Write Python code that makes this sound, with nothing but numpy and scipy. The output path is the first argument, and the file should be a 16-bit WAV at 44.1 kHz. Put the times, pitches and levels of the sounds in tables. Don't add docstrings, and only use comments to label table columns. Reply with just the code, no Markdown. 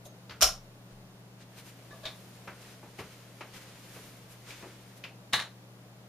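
import sys
import numpy as np
from scipy import signal
from scipy.fft import rfft, irfft, next_fast_len
from scipy.io import wavfile
from scipy.ndimage import map_coordinates

SR = 44100
rng = np.random.default_rng(int(sys.argv[2]) if len(sys.argv) > 2 else 0)


def generate_wav(signal):
    frames = np.transpose(np.atleast_2d(signal))
    scaled = np.clip(frames, -1, 1) * 32767
    pcm = np.round(scaled).astype(np.int16)
    wavfile.write(sys.argv[1], SR, pcm)


N = 268128
TAIL = SR // 2
TIME = np.arange(N) / SR


def amp(db):
    return 10 ** (np.asarray(db) / 20)


def unit_rms(x):
    return x / np.sqrt(np.mean(x ** 2) + 1e-20)


def along(points, hz):
    freqs, values = np.transpose(points)
    return np.interp(np.log(hz + 1), np.log(freqs + 1), values)


def wobble(rate_hz):
    knots = rng.standard_normal(int(N * rate_hz / SR) + 4)
    return map_coordinates(knots, [TIME * rate_hz], mode="nearest")


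def filtered(x, response):
    n = x.shape[-1]
    size = next_fast_len(n + TAIL)
    return irfft(rfft(x, size) * response(np.fft.rfftfreq(size, 1 / SR)), size)[..., :n]


def body_response(spectrum, size=4096):
    gain = amp(along(spectrum, np.fft.rfftfreq(size, 1 / SR)))
    cepstrum = irfft(np.log(gain + 1e-6))
    cepstrum[1:size // 2] *= 2
    cepstrum[size // 2 + 1:] = 0
    return irfft(np.exp(rfft(cepstrum)))[None]


def stereo_noise(spectrum, width):
    mid, side = rng.standard_normal((2, N))
    side = filtered(side, lambda hz: amp(along(width, hz)))
    channels = np.array([mid + side, mid - side])
    return unit_rms(filtered(channels, lambda hz: amp(along(spectrum, hz))))


def add(track, start_s, sound):
    part = track[:, round(start_s * SR):][:, :sound.shape[-1]]
    part += sound[:, :part.shape[-1]]


# freq_hz, t60_s
HALL_DECAY = [(80, 0.29), (500, 0.3), (2000, 0.23), (5500, 0.23), (12000, 0.21)]
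# freq_hz, side_minus_mid_db
HALL_SPREAD = [(100, -26), (600, -20.5), (1700, -11.5), (3300, -6.5), (6000, -4), (11000, -1)]


def hallway_blow(rise_s, near_db=0, near_t60_s=0.023):
    hz, t, bands = signal.stft(rng.standard_normal((2, TAIL)), SR, nperseg=256)
    bands[1] *= amp(along(HALL_SPREAD, hz))[:, None]
    bands *= amp(-60 * t / along(HALL_DECAY, hz)[:, None])
    mid, side = signal.istft(bands, SR, nperseg=256)[1][:, :TAIL]
    age_s = np.arange(TAIL) / SR
    envelope = (1 - np.exp(-age_s / rise_s)) * (1 + amp(near_db - 60 * age_s / near_t60_s))
    return np.array([mid + side, mid - side]) * envelope / np.linalg.norm(mid * envelope)


# pitch_hz, level_db
HUM_LINES = [(119.9, -56), (138.8, -80.5), (173.4, -66.5), (190.8, -63), (209.8, -72), (279.8, -71.5)]


def appliance_hum(mains_drift_rad=0.099, motor_drift_rad=0.407, waver_db_per_rad=4):
    mains_db = max(db for _, db in HUM_LINES)
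    sound = np.zeros(N)
    for hz, db in HUM_LINES:
        drift_rad = mains_drift_rad if db == mains_db else motor_drift_rad
        gain = amp(db + waver_db_per_rad * drift_rad * wobble(3.1))
        sound += gain * np.sin(2 * np.pi * hz * TIME + drift_rad * wobble(3))
    return amp(3) * sound


# freq_hz, density_db
AIR_SPECTRUM = [(20, -25), (45, -21.5), (90, -21.5), (135, -12.5), (185, -12), (230, -16.5), (320, -15.5),
                (420, -16.5), (600, -16), (730, -19.5), (1200, -25), (2300, -31.5), (6000, -36),
                (15500, -41)]
# freq_hz, side_minus_mid_db
AIR_SPREAD = [(60, -5), (110, -23), (200, -11.5), (380, -11.5), (700, -9), (1290, -1.5), (2380, 2.5),
              (4400, 3), (8120, 0), (15000, -0.5)]


def room_air():
    return amp(-56 + 0.41 * wobble(2.92)) * stereo_noise(AIR_SPECTRUM, AIR_SPREAD)


def resonate(modes, blow):
    t = np.arange(SR // 20) / SR
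    response = sum(amp(db) * width_hz * np.exp(-np.pi * width_hz * t) * np.sin(2 * np.pi * hz * t)
                   for hz, width_hz, db in modes)
    return signal.fftconvolve(response[None] / np.linalg.norm(response), blow, axes=1)


# pitch_hz, width_hz, level_db
TICK_MODES = [(617, 120, 1), (3800, 300, -12), (6430, 90, -3)]


def handling_tick():
    sound = np.zeros((2, N))
    add(sound, start_s=0.053, sound=amp(-21.5) * resonate(TICK_MODES, hallway_blow(rise_s=0.001)))
    return sound


def stroke_speed(peak_s, length_s, rise_share=0.46, roundness=1.93):
    span_s = length_s * np.where(TIME < peak_s, rise_share, 1 - rise_share)
    return np.exp(-np.abs((TIME - peak_s) / span_s) ** roundness)


# peak_s, length_s, level_db, swish_over_rub_db
CLOTH_STROKES = [(0.064, 0.033, -64.5, 11), (.915, 0.046, -63, -15.5), (1.417, 0.052, -55.5, -16),
                 (1.589, .055, -52, -4.5), (1.675, 0.069, -55, -1.5), (2.152, 0.52, -72.5, 9.5),
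                 (2.662, 0.16, -54.5, -6), (3.002, .04, -54, 0.5), (3.094, 0.29, -57.5, -7),
                 (3.558, .055, -48, -8), (3.648, 0.36, -55, -7.5), (3.977, 0.37, -54.5, -2),
                 (4.32, .045, -60.5, 5.5), (4.501, 0.09, -48, -9), (4.593, 0.29, -53.5, -8.5),
                 (4.977, 0.024, -62.5, 5.5)]
# freq_hz, density_db
RUB_SPECTRUM = [(180, -6.5), (300, -5.5), (530, -7.5), (577, -11.5), (1680, -6.5), (2360, -6.5),
                (2650, -7.5), (9000, -17), (11700, -55), (19800, -120)]
# freq_hz, density_db
SWISH_SPECTRUM = [(2500, -8), (5500, -3.5), (9000, -1.5), (12500, -1), (15000, -9)]
# freq_hz, side_minus_mid_db
CLOTH_SPREAD = [(500, -14.5), (1700, -10), (3500, -2.5), (10000, -0.5)]


def clothes(stir_start_s=1.5, stir_end_s=5.02, fade_s=0.052):
    stirring = (np.tanh((TIME - stir_start_s) / fade_s) - np.tanh((TIME - stir_end_s) / fade_s)) / 2
    rub_gain, swish_gain = amp(-61.5) * stirring, amp(-65.5) * stirring
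    for peak_s, length_s, db, swish_db in CLOTH_STROKES:
        speed = stroke_speed(peak_s, length_s)
        rub_gain = np.hypot(rub_gain, amp(db) * speed)
        swish_gain = np.hypot(swish_gain, amp(db + swish_db) * speed)
    catch = amp(0.76 * wobble(45))
    rub = rub_gain * stereo_noise(RUB_SPECTRUM, CLOTH_SPREAD)
    swish = swish_gain * stereo_noise(SWISH_SPECTRUM, CLOTH_SPREAD)
    return catch * (rub + swish)


# start_s, level_db, thud_db, snap_db, resonance_hz, resonance_db
SOFT_KNOCKS = [(0.295, -48.5, -15, -5.5, 4630, 8.5), (0.307, -46.5, -9.5, -4, 1418, 10),
               (2.474, -40.5, -19, -14.5, 1455, 6.5), (2.828, -53, -14, -38, 910, 6.5),
               (2.985, -39, -6, -10, 413, 9.5), (3.407, -40, -35, -12, 786, 3),
               (3.959, -51.5, -11, -27, 504, 8), (4.505, -53.5, -30, 1, 2330, 14),
               (4.623, -47, -17, -26, 335, 15.5), (5.038, -44.5, -34, -3.5, 2600, 11)]


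def knocks(rise_cycles=2.1):
    sound = np.zeros((2, N))
    for start_s, db, thud_db, snap_db, resonance_hz, resonance_db in SOFT_KNOCKS:
        wood_db = -4 - 0.28 * snap_db
        colour = body_response([
            (25, thud_db - 10), (85, thud_db + 19.5),
            (230, wood_db), (650, wood_db + 1.5), (1500, 0),
            (2600, 0.12 * snap_db), (3600, snap_db), (5200, snap_db - 3),
            (8000, snap_db - 16.5), (15000, snap_db - 21)])
        blow = hallway_blow(rise_cycles / resonance_hz, near_db=-3, near_t60_s=0.043)
        knock = signal.fftconvolve(colour, blow, axes=1)
        resonant = signal.lfilter(*signal.iirpeak(resonance_hz, Q=6, fs=SR), knock)
        add(sound, start_s, amp(db + 36.5) * (knock + (amp(resonance_db) - 1) * resonant))
    return sound


def metal_ring(modes, t60_s):
    t = np.arange(TAIL) / SR
    hz, db = np.transpose(modes)
    phase, spread, scatter_db = rng.standard_normal((3, len(hz)))
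    offset_rad = spread * amp(along(HALL_SPREAD, hz)) * np.array([[1], [-1]])
    waves = np.sin(2 * np.pi * hz[:, None] * t + (np.pi * phase + offset_rad)[..., None])
    sound = (amp(db + scatter_db)[:, None] * waves).sum(axis=1) * amp(-60 * t / t60_s)
    return sound / np.linalg.norm(sound[0])


def mechanism(contacts, shell, modes, snap_db, ring_db, ring_t60_s, dulling, treble_hz=6000, **shape):
    blows = np.zeros((2, N))
    for start_s, db in contacts:
        blow = hallway_blow(**shape)
        dull = signal.lfilter(*signal.butter(1, treble_hz, fs=SR), blow)
        treble = amp(dulling * db) * (blow - dull)
        add(blows, start_s, amp(db) * (dull + treble))
    colour = body_response(shell)
    sound = amp(snap_db) * signal.fftconvolve(blows, colour / np.linalg.norm(colour), axes=1)[:, :N]
    hardest_s, _ = max(contacts, key=lambda contact: contact[1])
    add(sound, hardest_s, amp(ring_db) * metal_ring(modes, ring_t60_s))
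    return sound


# start_s, level_db
BUTTON_CONTACTS = [(.4092, -11.5), (.4135, -2), (.4215, -0.5), (.425, 2), (.430, 0.5), (.4425, -6.5),
                   (.4765, -13.5)]
# freq_hz, density_db
BUTTON_COVER = [(100, -19.5), (250, -25), (600, -9.5), (780, -10), (900, -21), (1050, -8), (1400, -9),
                (1850, -16.5), (2800, -10.5), (4800, -9), (5400, -1), (6400, -8), (8300, -15),
                (13400, -17.5), (15500, -43.5)]
# pitch_hz, level_db
BUTTON_MODES = [(626.3, -51.1), (674.9, -52.4), (751.8, -52.0), (1328.8, -54.5), (1384.9, -47.5),
                (3024.2, -51.6), (3057.5, -54.3), (5020.1, -50.6), (5146.9, -44.2), (5224.0, -49.0),
                (5306.8, -44.1), (5383.3, -46.2), (5452.8, -46.9), (5488.6, -45.9), (5579.8, -45.7),
                (5661.4, -45.5), (5707.8, -50.2), (5792.3, -50.0), (5904.1, -50.9), (6870.8, -55.1),
                (6916.4, -55.2), (7014.4, -53.6)]


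def button():
    return mechanism(BUTTON_CONTACTS, BUTTON_COVER, BUTTON_MODES,
                     snap_db=6, ring_db=9, ring_t60_s=0.22, dulling=0.6,
                     rise_s=0.0002, near_db=17, near_t60_s=0.004)


# start_s, pitch_hz, level_db, t60_s
JOLT_SWAYS = [(0.429, 57.3, -32, 0.27), (.44, 27, -40, 0.75), (.92, 30, -52, 0.74)]


def jolt(rise_s=0.0055):
    sound = np.zeros(N)
    for start_s, hz, db, t60_s in JOLT_SWAYS:
        age_s = np.maximum(TIME - start_s, 0)
        envelope = (1 - np.exp(-age_s / rise_s)) * amp(db - 60 * age_s / t60_s)
        sound += envelope * np.sin(2 * np.pi * hz * age_s)
    return sound


# start_s, level_db, brightness_db, rise_s
CLACK_HITS = [(1.906, -45.5, -17, 0.0016), (2.029, -42, -9.5, 0.013), (2.053, -35, 16, 0.00099)]
# pitch_hz, width_hz, level_db
CLACK_MODES = [(655, 50, 8.5), (1173, 63, 5.5), (1707, 52, 6.5), (2470, 490, -4.5), (3650, 390, 6.5),
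               (4300, 910, -9.5)]


def clacks(treble_hz=1900):
    sound = np.zeros((2, N))
    for start_s, db, brightness_db, rise_s in CLACK_HITS:
        modes = [(hz, width_hz, mode_db + brightness_db * (hz > treble_hz))
                 for hz, width_hz, mode_db in CLACK_MODES]
        blow = hallway_blow(rise_s, near_db=6, near_t60_s=0.0046)
        add(sound, start_s, amp(db + 28) * resonate(modes, blow))
    return sound


# start_s, level_db
RELAY_CONTACTS = [(5.3268, -14.5), (5.3313, -0.5), (5.3335, 1), (5.3405, 0), (5.3925, -7.5), (5.3995, -6.5),
                  (5.4215, -16)]
# freq_hz, density_db
RELAY_CASE = [(70, -19), (140, -7), (250, -14.5), (600, -11.5), (830, -5.5), (1380, -5.5), (1750, -2.5),
              (2550, -6.5), (3400, -5.5), (3850, -0.5), (4250, -3), (4700, -13.5), (6200, -13),
              (11500, -20.5), (15500, -36)]
# pitch_hz, level_db
RELAY_MODES = [(841.0, -54.6), (1136.2, -52.6), (1175.2, -53.6), (1575.3, -52.2), (1688.3, -54.1),
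               (1722.3, -54.2), (1774.6, -54.5), (1911.7, -54.5), (1956.8, -51.2), (2015.0, -52.3),
               (2092.6, -55.1), (2938.9, -51.5), (3610.0, -50.2), (3711.3, -54.7), (3780.4, -50.1),
               (3898.0, -55.9), (3932.3, -54.3), (4190.7, -54.5), (4291.3, -54.7), (4327.3, -56.5)]


def relay():
    return mechanism(RELAY_CONTACTS, RELAY_CASE, RELAY_MODES,
                     snap_db=0, ring_db=4, ring_t60_s=0.26, dulling=0.98,
                     rise_s=0.0005, near_db=11, near_t60_s=0.009)


# freq_hz, left_minus_right_db
BALANCE = [(100, 1.4), (700, 1.2), (3000, 1), (6000, -0.1), (10000, 0.1)]


def scene():
    sound = appliance_hum() + room_air() + handling_tick() + clothes() + knocks()
    sound += button() + jolt() + clacks() + relay()
    return filtered(sound, lambda hz: amp(along(BALANCE, hz) * np.array([[0.5], [-0.5]])))


def record(dry, notch_hz=8000, top_hz=15400):
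    notched = signal.lfilter(*signal.iirnotch(notch_hz, Q=20, fs=SR), dry)
    return filtered(notched, lambda hz: hz < top_hz)


dry = scene()
out = record(dry)
generate_wav(out)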